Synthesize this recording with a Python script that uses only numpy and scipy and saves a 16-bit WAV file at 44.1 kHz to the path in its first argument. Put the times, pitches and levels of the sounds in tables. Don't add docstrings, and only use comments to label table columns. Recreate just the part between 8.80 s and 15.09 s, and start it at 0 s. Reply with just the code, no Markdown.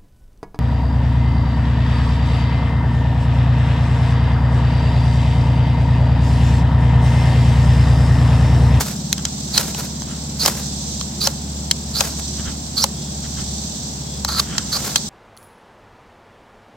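import sys
import numpy as np
from scipy import signal
from scipy.fft import rfft, irfft
from scipy.io import wavfile

SR = 44100
rng = np.random.default_rng(int(sys.argv[2]) if len(sys.argv) > 2 else 0)


def output_pcm(signal):
    pcm = np.clip(np.atleast_2d(signal).T, -1, 1) * 32767
    wavfile.write(sys.argv[1], SR, np.round(pcm).astype(np.int16))


N = 277389
TIME = np.arange(N) / SR
BIN_HZ = np.arange(N // 2 + 1) / TIME[-1]


def from_db(db):
    return 10 ** (np.asarray(db) / 20)


def rms_one(x):
    return x / np.sqrt(np.mean(x ** 2) + 1e-20)


def in_time(rows):
    time_s, *columns = np.transpose(rows)
    return [np.interp(TIME, time_s, column) for column in columns]


def panned(left_db):
    return from_db([[left_db / 2], [-left_db / 2]])


def drift(rate_hz):
    spectrum = rfft(rng.standard_normal(N))
    return rms_one(irfft(spectrum / (1 + (BIN_HZ / rate_hz) ** 4), N))


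def resonate(x, modes):
    out = 0
    for k, (hz, width_hz, db) in enumerate(modes):
        radius = np.exp(-np.pi * width_hz / SR)
        poles = [1, -2 * radius * np.cos(2 * np.pi * hz / SR), radius ** 2]
        ringing = signal.lfilter([1, 0, -1], poles, x + 1e-18)
        out = out + (-1) ** k * from_db(db) * (1 - radius ** 2) / 2 * ringing
    return out


def gliding(x, hz, width_hz):
    turn = np.exp(2j * np.pi * np.cumsum(hz) / SR)
    lowpass = signal.butter(2, width_hz / 2, fs=SR, output="sos")
    return rms_one((signal.sosfilt(lowpass, x / turn) * turn).real)


def coloured(x, spectrum):
    points_hz, points_db = np.transpose(spectrum)
    db = np.interp(np.log(BIN_HZ + 1), np.log(points_hz), points_db)
    return rms_one(irfft(rfft(x) * from_db(db), N))


MIC_SPACING_M = 0.23


def diffuse():
    alike = np.sinc(2 * BIN_HZ * MIC_SPACING_M / 343)
    mid, side = rfft(rng.standard_normal((2, N)))
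    return irfft(np.sqrt(1 + alike) * mid + np.sqrt(1 - alike) * side * [[1], [-1]], N)


def grains(per_s, spread_db, scatter):
    sizes = from_db(spread_db * np.minimum(rng.exponential(1, N), 4)) * rng.choice([-1, 1], N)
    fractures = rms_one(sizes * (rng.random(N) < per_s / SR))
    return rms_one(fractures + scatter * rng.standard_normal((2, N)))


def swell(peak_s, db, rise_s, fade_s):
    decay = np.maximum((peak_s - TIME) / rise_s, (TIME - peak_s) / fade_s)
    return from_db(db) * np.exp(-np.minimum(decay, 20))


def together(envelopes):
    return np.sqrt(sum(e ** 2 for e in envelopes))


def arches(rows):
    return together(from_db(db) * np.sqrt(np.maximum(1 - (2 * (TIME - middle_s) / length_s) ** 2, 0))
                    for middle_s, length_s, db in rows)


def smooth_step(time_s, width_s):
    return .5 + .5 * np.tanh((TIME - time_s) / (2 * width_s))


# (frequency [Hz], density [dB per Hz])
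AIR_COLOUR = [(20, -21), (32, -20), (45, -19), (58, -9), (100, -6.5), (180, -3.5), (300, -12), (500, -17.5),
              (800, -15.5), (1300, -27), (2200, -31), (4000, -25), (10000, -41), (16000, -36.5)]


def air(level_db=-33.0):
    return from_db(level_db) * coloured(diffuse(), AIR_COLOUR)


# (time [s], rate [firings per s])
FIRING_RATE = [(0, 72.1), (6.29, 71.2)]
# (time [s], level [dB])
FIRING_LEVEL = [(0.0, -37), (0.05, -35), (0.21, -36.5), (0.46, -31), (0.51, -37), (2.24, -32.5),
                (2.29, -36), (2.71, -30), (3.24, -34), (3.28, -31.5), (3.73, -31), (3.85, -36.5),
                (4.75, -30.5), (4.99, -41.5), (5.46, -30), (6.29, -46)]
# (multiple of the cycle rate [-], relative level [dB])
EXHAUST_LINES = [(5, -33), (7, -10.5), (8, -1.5), (9, -2.5), (11, -3), (12, -4), (13, -6.5), (15, -12.5),
                 (16, -18), (19, -25), (20, -19)]
EXHAUST_DB, EXHAUST_SINK_DB_PER_S = -29, 0.85
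IDLE_WAVER = .17


def engine(firing_gain_db=-0.25):
    firing_hz, = in_time(FIRING_RATE)
    firing_db, = in_time(FIRING_LEVEL)
    overtone_db = EXHAUST_DB - EXHAUST_SINK_DB_PER_S * TIME
    cycle_rad = 2 * np.pi * np.cumsum(firing_hz) / SR / 4
    firing = from_db(firing_db + firing_gain_db) * rms_one(np.sin(4 * cycle_rad))
    lines = 0
    for order, db in EXHAUST_LINES:
        smear_rad = rng.standard_normal()
        waver = 1 + IDLE_WAVER * drift(2.0)
        lines = lines + from_db(db) * waver * np.sin(order * cycle_rad + smear_rad)
    return (firing + from_db(overtone_db) * rms_one(lines)) * panned(left_db=0.3)


# (middle [s], length [s], level [dB])
CHORUS_SWELLS = [(.8, 0.67, -34), (2.03, 0.57, -31), (3.48, 0.58, -31.5), (4.75, 0.9, -31.5),
                 (6.1, 0.73, -31.5)]
# (frequency [Hz], density [dB per Hz])
CHORUS_COLOUR = [(1500, -32), (2800, -17.5), (3500, -4.5), (4200, -1), (5200, -1), (6000, 3.5),
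                 (6800, -1.5), (8100, -1.5), (8800, -10.5), (9600, -23.5)]
# (centre [Hz], width [Hz], relative level [dB])
NEAR_INSECT = [(5098, 35, -1), (6670, 370, -17), (7238, 55, 3), (7410, 120, 1.5), (8160, 460, -9)]
CHORUS_DB = -34.5
PULSE_DEPTH = .7


def insects(flutter_db=1.1, near_db=-37.5):
    level = together([from_db(CHORUS_DB), arches(CHORUS_SWELLS)])
    chorus = level * from_db(flutter_db * drift(52)) * coloured(diffuse(), CHORUS_COLOUR)
    pulse_hz = 38.2 + .15 * drift(1.5)
    pulses = 1 + PULSE_DEPTH * np.sin(2 * np.pi * np.cumsum(pulse_hz) / SR)
    buzz = resonate(diffuse() * pulses, NEAR_INSECT)
    band = signal.butter(4, [4200, 8800], "band", fs=SR, output="sos")
    buzz = rms_one(signal.sosfilt(band, buzz))
    return chorus * panned(left_db=-3.0) + from_db(near_db) * buzz * panned(left_db=1.0)


# (peak time [s], relative level [dB], fade [s])
FLARES = [(.014, -9.5, 0.0093), (.07, -22, 0.049), (0.805, -17, 0.035), (.882, -24, 0.031),
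          (.99, -20.5, 0.023), (1.04, -24.5, .022), (1.784, -23.5, 0.038), (3.25, -22.5, .058),
          (3.397, -26, 0.0092), (5.523, -20, 0.0041), (6.06, -21, 0.069)]
# (frequency [Hz], density [dB per Hz])
SPARK_COLOUR = [(20, -40), (90, 7), (300, 7), (700, 6.5), (1500, 3.5), (2600, -1.5), (4500, 3), (7000, 3.5),
                (9500, -2.5), (13000, 0), (16000, -4)]
FLARE_RISE = 0.89
SHOWER_RISE_S, SHOWER_FADE_S = 0.028, 0.027


def sparks(sputter_db=2.0, sputter_hz=90):
    showers = [swell(time_s, db, SHOWER_RISE_S, SHOWER_FADE_S) for time_s, *_, db in SNAPS]
    flares = [swell(peak_s, db, FLARE_RISE * fade_s, fade_s) for peak_s, db, fade_s in FLARES]
    fizz = coloured(grains(per_s=7100, spread_db=4.0, scatter=0.58), SPARK_COLOUR)
    sputter = from_db(sputter_db * drift(sputter_hz))
    return together(showers + flares) * fizz * sputter * panned(left_db=-0.2)


def blow(modes, fade_s, chatter, size=4096):
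    t = np.arange(size) / SR
    dying = np.exp(-t / fade_s) + from_db(-23) * np.exp(-t / .007)
    shared, *own = rng.standard_normal((3, size))
    push = (t == 0) + chatter * (shared + np.array(own)) / 2 * dying
    sound = resonate(push, [mode[:3] for mode in modes])
    return sound / np.sqrt(np.mean(np.sum(sound ** 2, axis=1)) / (SR / 100))


# (centre [Hz], width [Hz], struck [dB], scraped [dB])
STEEL = [(1500, 1060, -10, -27.5), (2180, 44, -12.5, -55), (2500, 130, -13, -16.5), (3210, 140, 1, -13),
         (4094, 370, 1, 2), (4570, 520, -3, -1), (4970, 140, 3, 0), (6250, 870, 0, -5),
         (8400, 290, -10, -11), (10100, 660, -26, -9), (14400, 1800, -34, -14)]
# (centre [Hz], width [Hz], struck [dB], scraped [dB])
HANDLES = [(546, 43, 2, -9), (822, 180, 6, -31.5), (1126, 300, 4.5, 4), (1310, 324, 1, 8)]


def strike(time_s, ring_db, contact_hz, crack_db, knock_db, chatter_s, contact_db=-6.5, contact_width_hz=1000):
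    ring = blow(STEEL, chatter_s, chatter=0.55)
    contact = from_db(contact_db) * blow([(contact_hz, contact_width_hz, 0)], chatter_s, chatter=1.0)
    crack = blow([(11500, 11000, 0)], 0.8 * chatter_s, chatter=0.52)
    knock = blow(HANDLES, 2 * chatter_s, chatter=.16)
    edge = from_db(ring_db) * (ring + contact) + from_db(crack_db) * crack
    hit = edge * panned(left_db=-0.5) + from_db(knock_db) * knock * panned(left_db=0.3)
    return np.pad(hit, [(0, 0), (round(time_s * SR), N)])[:, :N]


# (time [s], steel ring [dB], contact note [Hz], crack [dB], handle knock [dB], chatter [s])
TICKS = [(.328, -10.5, 3740, -17, -33, .0008), (.3802, -24, 4050, -50, -42, .001),
         (.452, -14, 6000, -47, -34, 0.0021), (.946, -26, 2630, -39, -29, 0.0034),
         (1.2198, -25.5, 6040, -52, -34, .0005), (2.2109, -21.5, 6140, -55, -30.5, 0.0015),
         (2.9118, -6, 6400, -23, -39, .0015), (5.4481, -15.5, 5760, -22, -21, .0008),
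         (5.4873, -24, 4240, -28, -24, .003), (5.7809, -11.5, 4280, -49, -29.5, 0.002),
         (6.1583, -6.5, 4000, -19, -24.5, .0019)]
# (time [s], steel ring [dB], contact note [Hz], crack [dB], handle knock [dB], sparks [dB])
SNAPS = [(0.7779, -4, 4870, -22, -35, -19.5), (1.660, -8, 5000, -13, -17, -16),
         (1.679, -17, 2300, -16.5, -18, -14), (2.472, -10, 6100, -20, -16, -20.5),
         (3.2069, -9.5, 2850, -23, -13.5, -19.5), (4.04, -9, 5300, -15.5, -14, -26.5),
         (5.5969, -15.5, 4600, -28, -30, -21), (5.966, -24, 5000, -33, -27, -22)]
SNAP_CHATTER_S = 0.0021


def blows():
    ticks = sum(strike(*tick) for tick in TICKS)
    snaps = sum(strike(*snap, SNAP_CHATTER_S) for *snap, _ in SNAPS)
    return ticks + snaps


# (peak time [s], relative level [dB], fade [s])
RUBS = [(.392, -28, .014), (.468, -28, .011), (1.31, -31, 0.048), (3.60, -27.5, .027), (3.68, -21.5, 0.024),
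        (4.45, -28, 0.016), (4.595, -24.5, 0.025), (5.73, -25.5, 0.099)]
# (frequency [Hz], density [dB per Hz])
RUB_COLOUR = [(200, 15.5), (700, -9), (1300, 4.5), (1900, 1), (2500, -5), (3300, 5), (5000, -43),
              (9000, -30), (16000, -28)]
RUB_RISE = 0.77


def handling(rough_db=2, rough_hz=110):
    grit = coloured(grains(per_s=2500, spread_db=2.0, scatter=.7), RUB_COLOUR)
    level = together(swell(peak_s, db, RUB_RISE * fade_s, fade_s) for peak_s, db, fade_s in RUBS)
    return level * grit * from_db(rough_db * drift(rough_hz))


# (start [s], time to bite [s], end [s], level at the bite [dB],
# level at the tip [dB], hollow handle tone [dB], squeal at the tip [Hz])
STROKES = [(.734, .003, 0.78, -21, -9, -24, 4200), (1.598, .0015, 1.662, -19, -17.5, -18, 5340),
           (2.408, .002, 2.474, -17.5, -19.5, -17, 5370), (3.153, .006, 3.209, -17.5, -22, -17, 5240),
           (3.97, .004, 4.04, -17, -15, -14, 5360), (5.481, .002, 5.604, -25, -8, -2.5, 4400),
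           (5.923, .002, 5.976, -18, -24, -7, 4730), (6.158, .001, 6.185, -21.5, -24.5, -15, 4270)]
LET_GO_S = 0.0031
EASE_DB, TIP_SHARE = 3.5, .19
SQUEAL_HZ, CLIMB_S, GLIDE_S = 4440, .025, .003


def scraping(chatter_hz=170, chatter_db=1.5, uneven_db=0.8, squeal_db=1.5, steel_db=-1.5, hollow_loss_db=4):
    force, hollow = np.zeros((2, N))
    note_hz = np.full(N, float(SQUEAL_HZ))
    for start, bite_s, end, bite_db, tip_db, hollow_db, tip_hz in STROKES:
        contact = smooth_step(start, bite_s) * np.clip((end - TIME) / LET_GO_S + .5, 0, 1)
        run_db = np.interp(TIME, [start, end], [bite_db, bite_db - EASE_DB])
        near_tip = np.exp(np.clip((TIME - end) / (TIP_SHARE * (end - start)), -20, 0))
        stroke = contact * from_db(run_db + near_tip * (tip_db - run_db))
        force += stroke
        hollow += stroke * from_db(hollow_db - hollow_loss_db * near_tip)
        note_hz += (tip_hz - SQUEAL_HZ) * smooth_step(end - CLIMB_S, GLIDE_S) * (TIME < end + LET_GO_S)
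    chatter = from_db(chatter_db * drift(chatter_hz))
    slips = rms_one(grains(per_s=6400, spread_db=4.5, scatter=0.94) * chatter)
    scraped = [0, 1, 3]
    steel = rms_one(resonate(slips, np.array(STEEL)[:, scraped]))
    handles = rms_one(resonate(slips, np.array(HANDLES)[:, scraped]))
    squeal = gliding(grains(per_s=9000, spread_db=4.0, scatter=0.24), note_hz, width_hz=680)
    rasp = force * (from_db(steel_db) * steel + from_db(squeal_db) * squeal) * panned(left_db=-4.0)
    return (rasp + hollow * handles * panned(left_db=2.0)) * from_db(uneven_db * drift(70))


# (middle [s], length [s], level [dB])
WHISTLES = [(4.24, .24, -44.5), (5.32, .18, -43)]
# (frequency [Hz], relative level [dB])
WHISTLE_TONES = [(3320, -1), (3600, -4), (5150, 0)]


def whistles(waver_hz=18):
    tones = 0
    for hz, db in WHISTLE_TONES:
        phase_rad = 2 * np.pi * np.cumsum(hz + waver_hz * drift(57)) / SR
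        tones = tones + from_db(db) * np.sin(phase_rad)
    return arches(WHISTLES) * rms_one(tones)


# (left delay [ms], right delay [ms], level [dB])
REFLECTIONS = [(1.25, 1.42, -27), (2.3, 1.95, -19), (3.7, 4.4, -18.5)]


def fire_pit(x, right_lag_ms=.023):
    def late(channel, ms):
        return np.interp(TIME - np.round(ms * SR / 1000) / SR, TIME, channel, left=0)
    out = np.array([x[0], late(x[1], right_lag_ms)])
    for left_ms, right_ms, db in REFLECTIONS:
        out += from_db(db) * np.array([late(x[0], left_ms), late(x[1], right_ms)])
    return out


def scene():
    tools = sparks() + blows() + handling() + scraping()
    return air() + engine() + insects() + from_db(-3.5) * fire_pit(tools) + whistles()


CUTOFF_HZ = 16000


def record(dry):
    highpass = signal.butter(3, 36, "high", fs=SR, output="sos")
    lowpass = signal.ellip(10, .1, 80, CUTOFF_HZ, fs=SR, output="sos")
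    clipped = np.clip(signal.sosfilt(highpass, dry), -1, 1)
    return signal.sosfilt(lowpass, clipped)


dry = scene()
out = record(dry)
output_pcm(out)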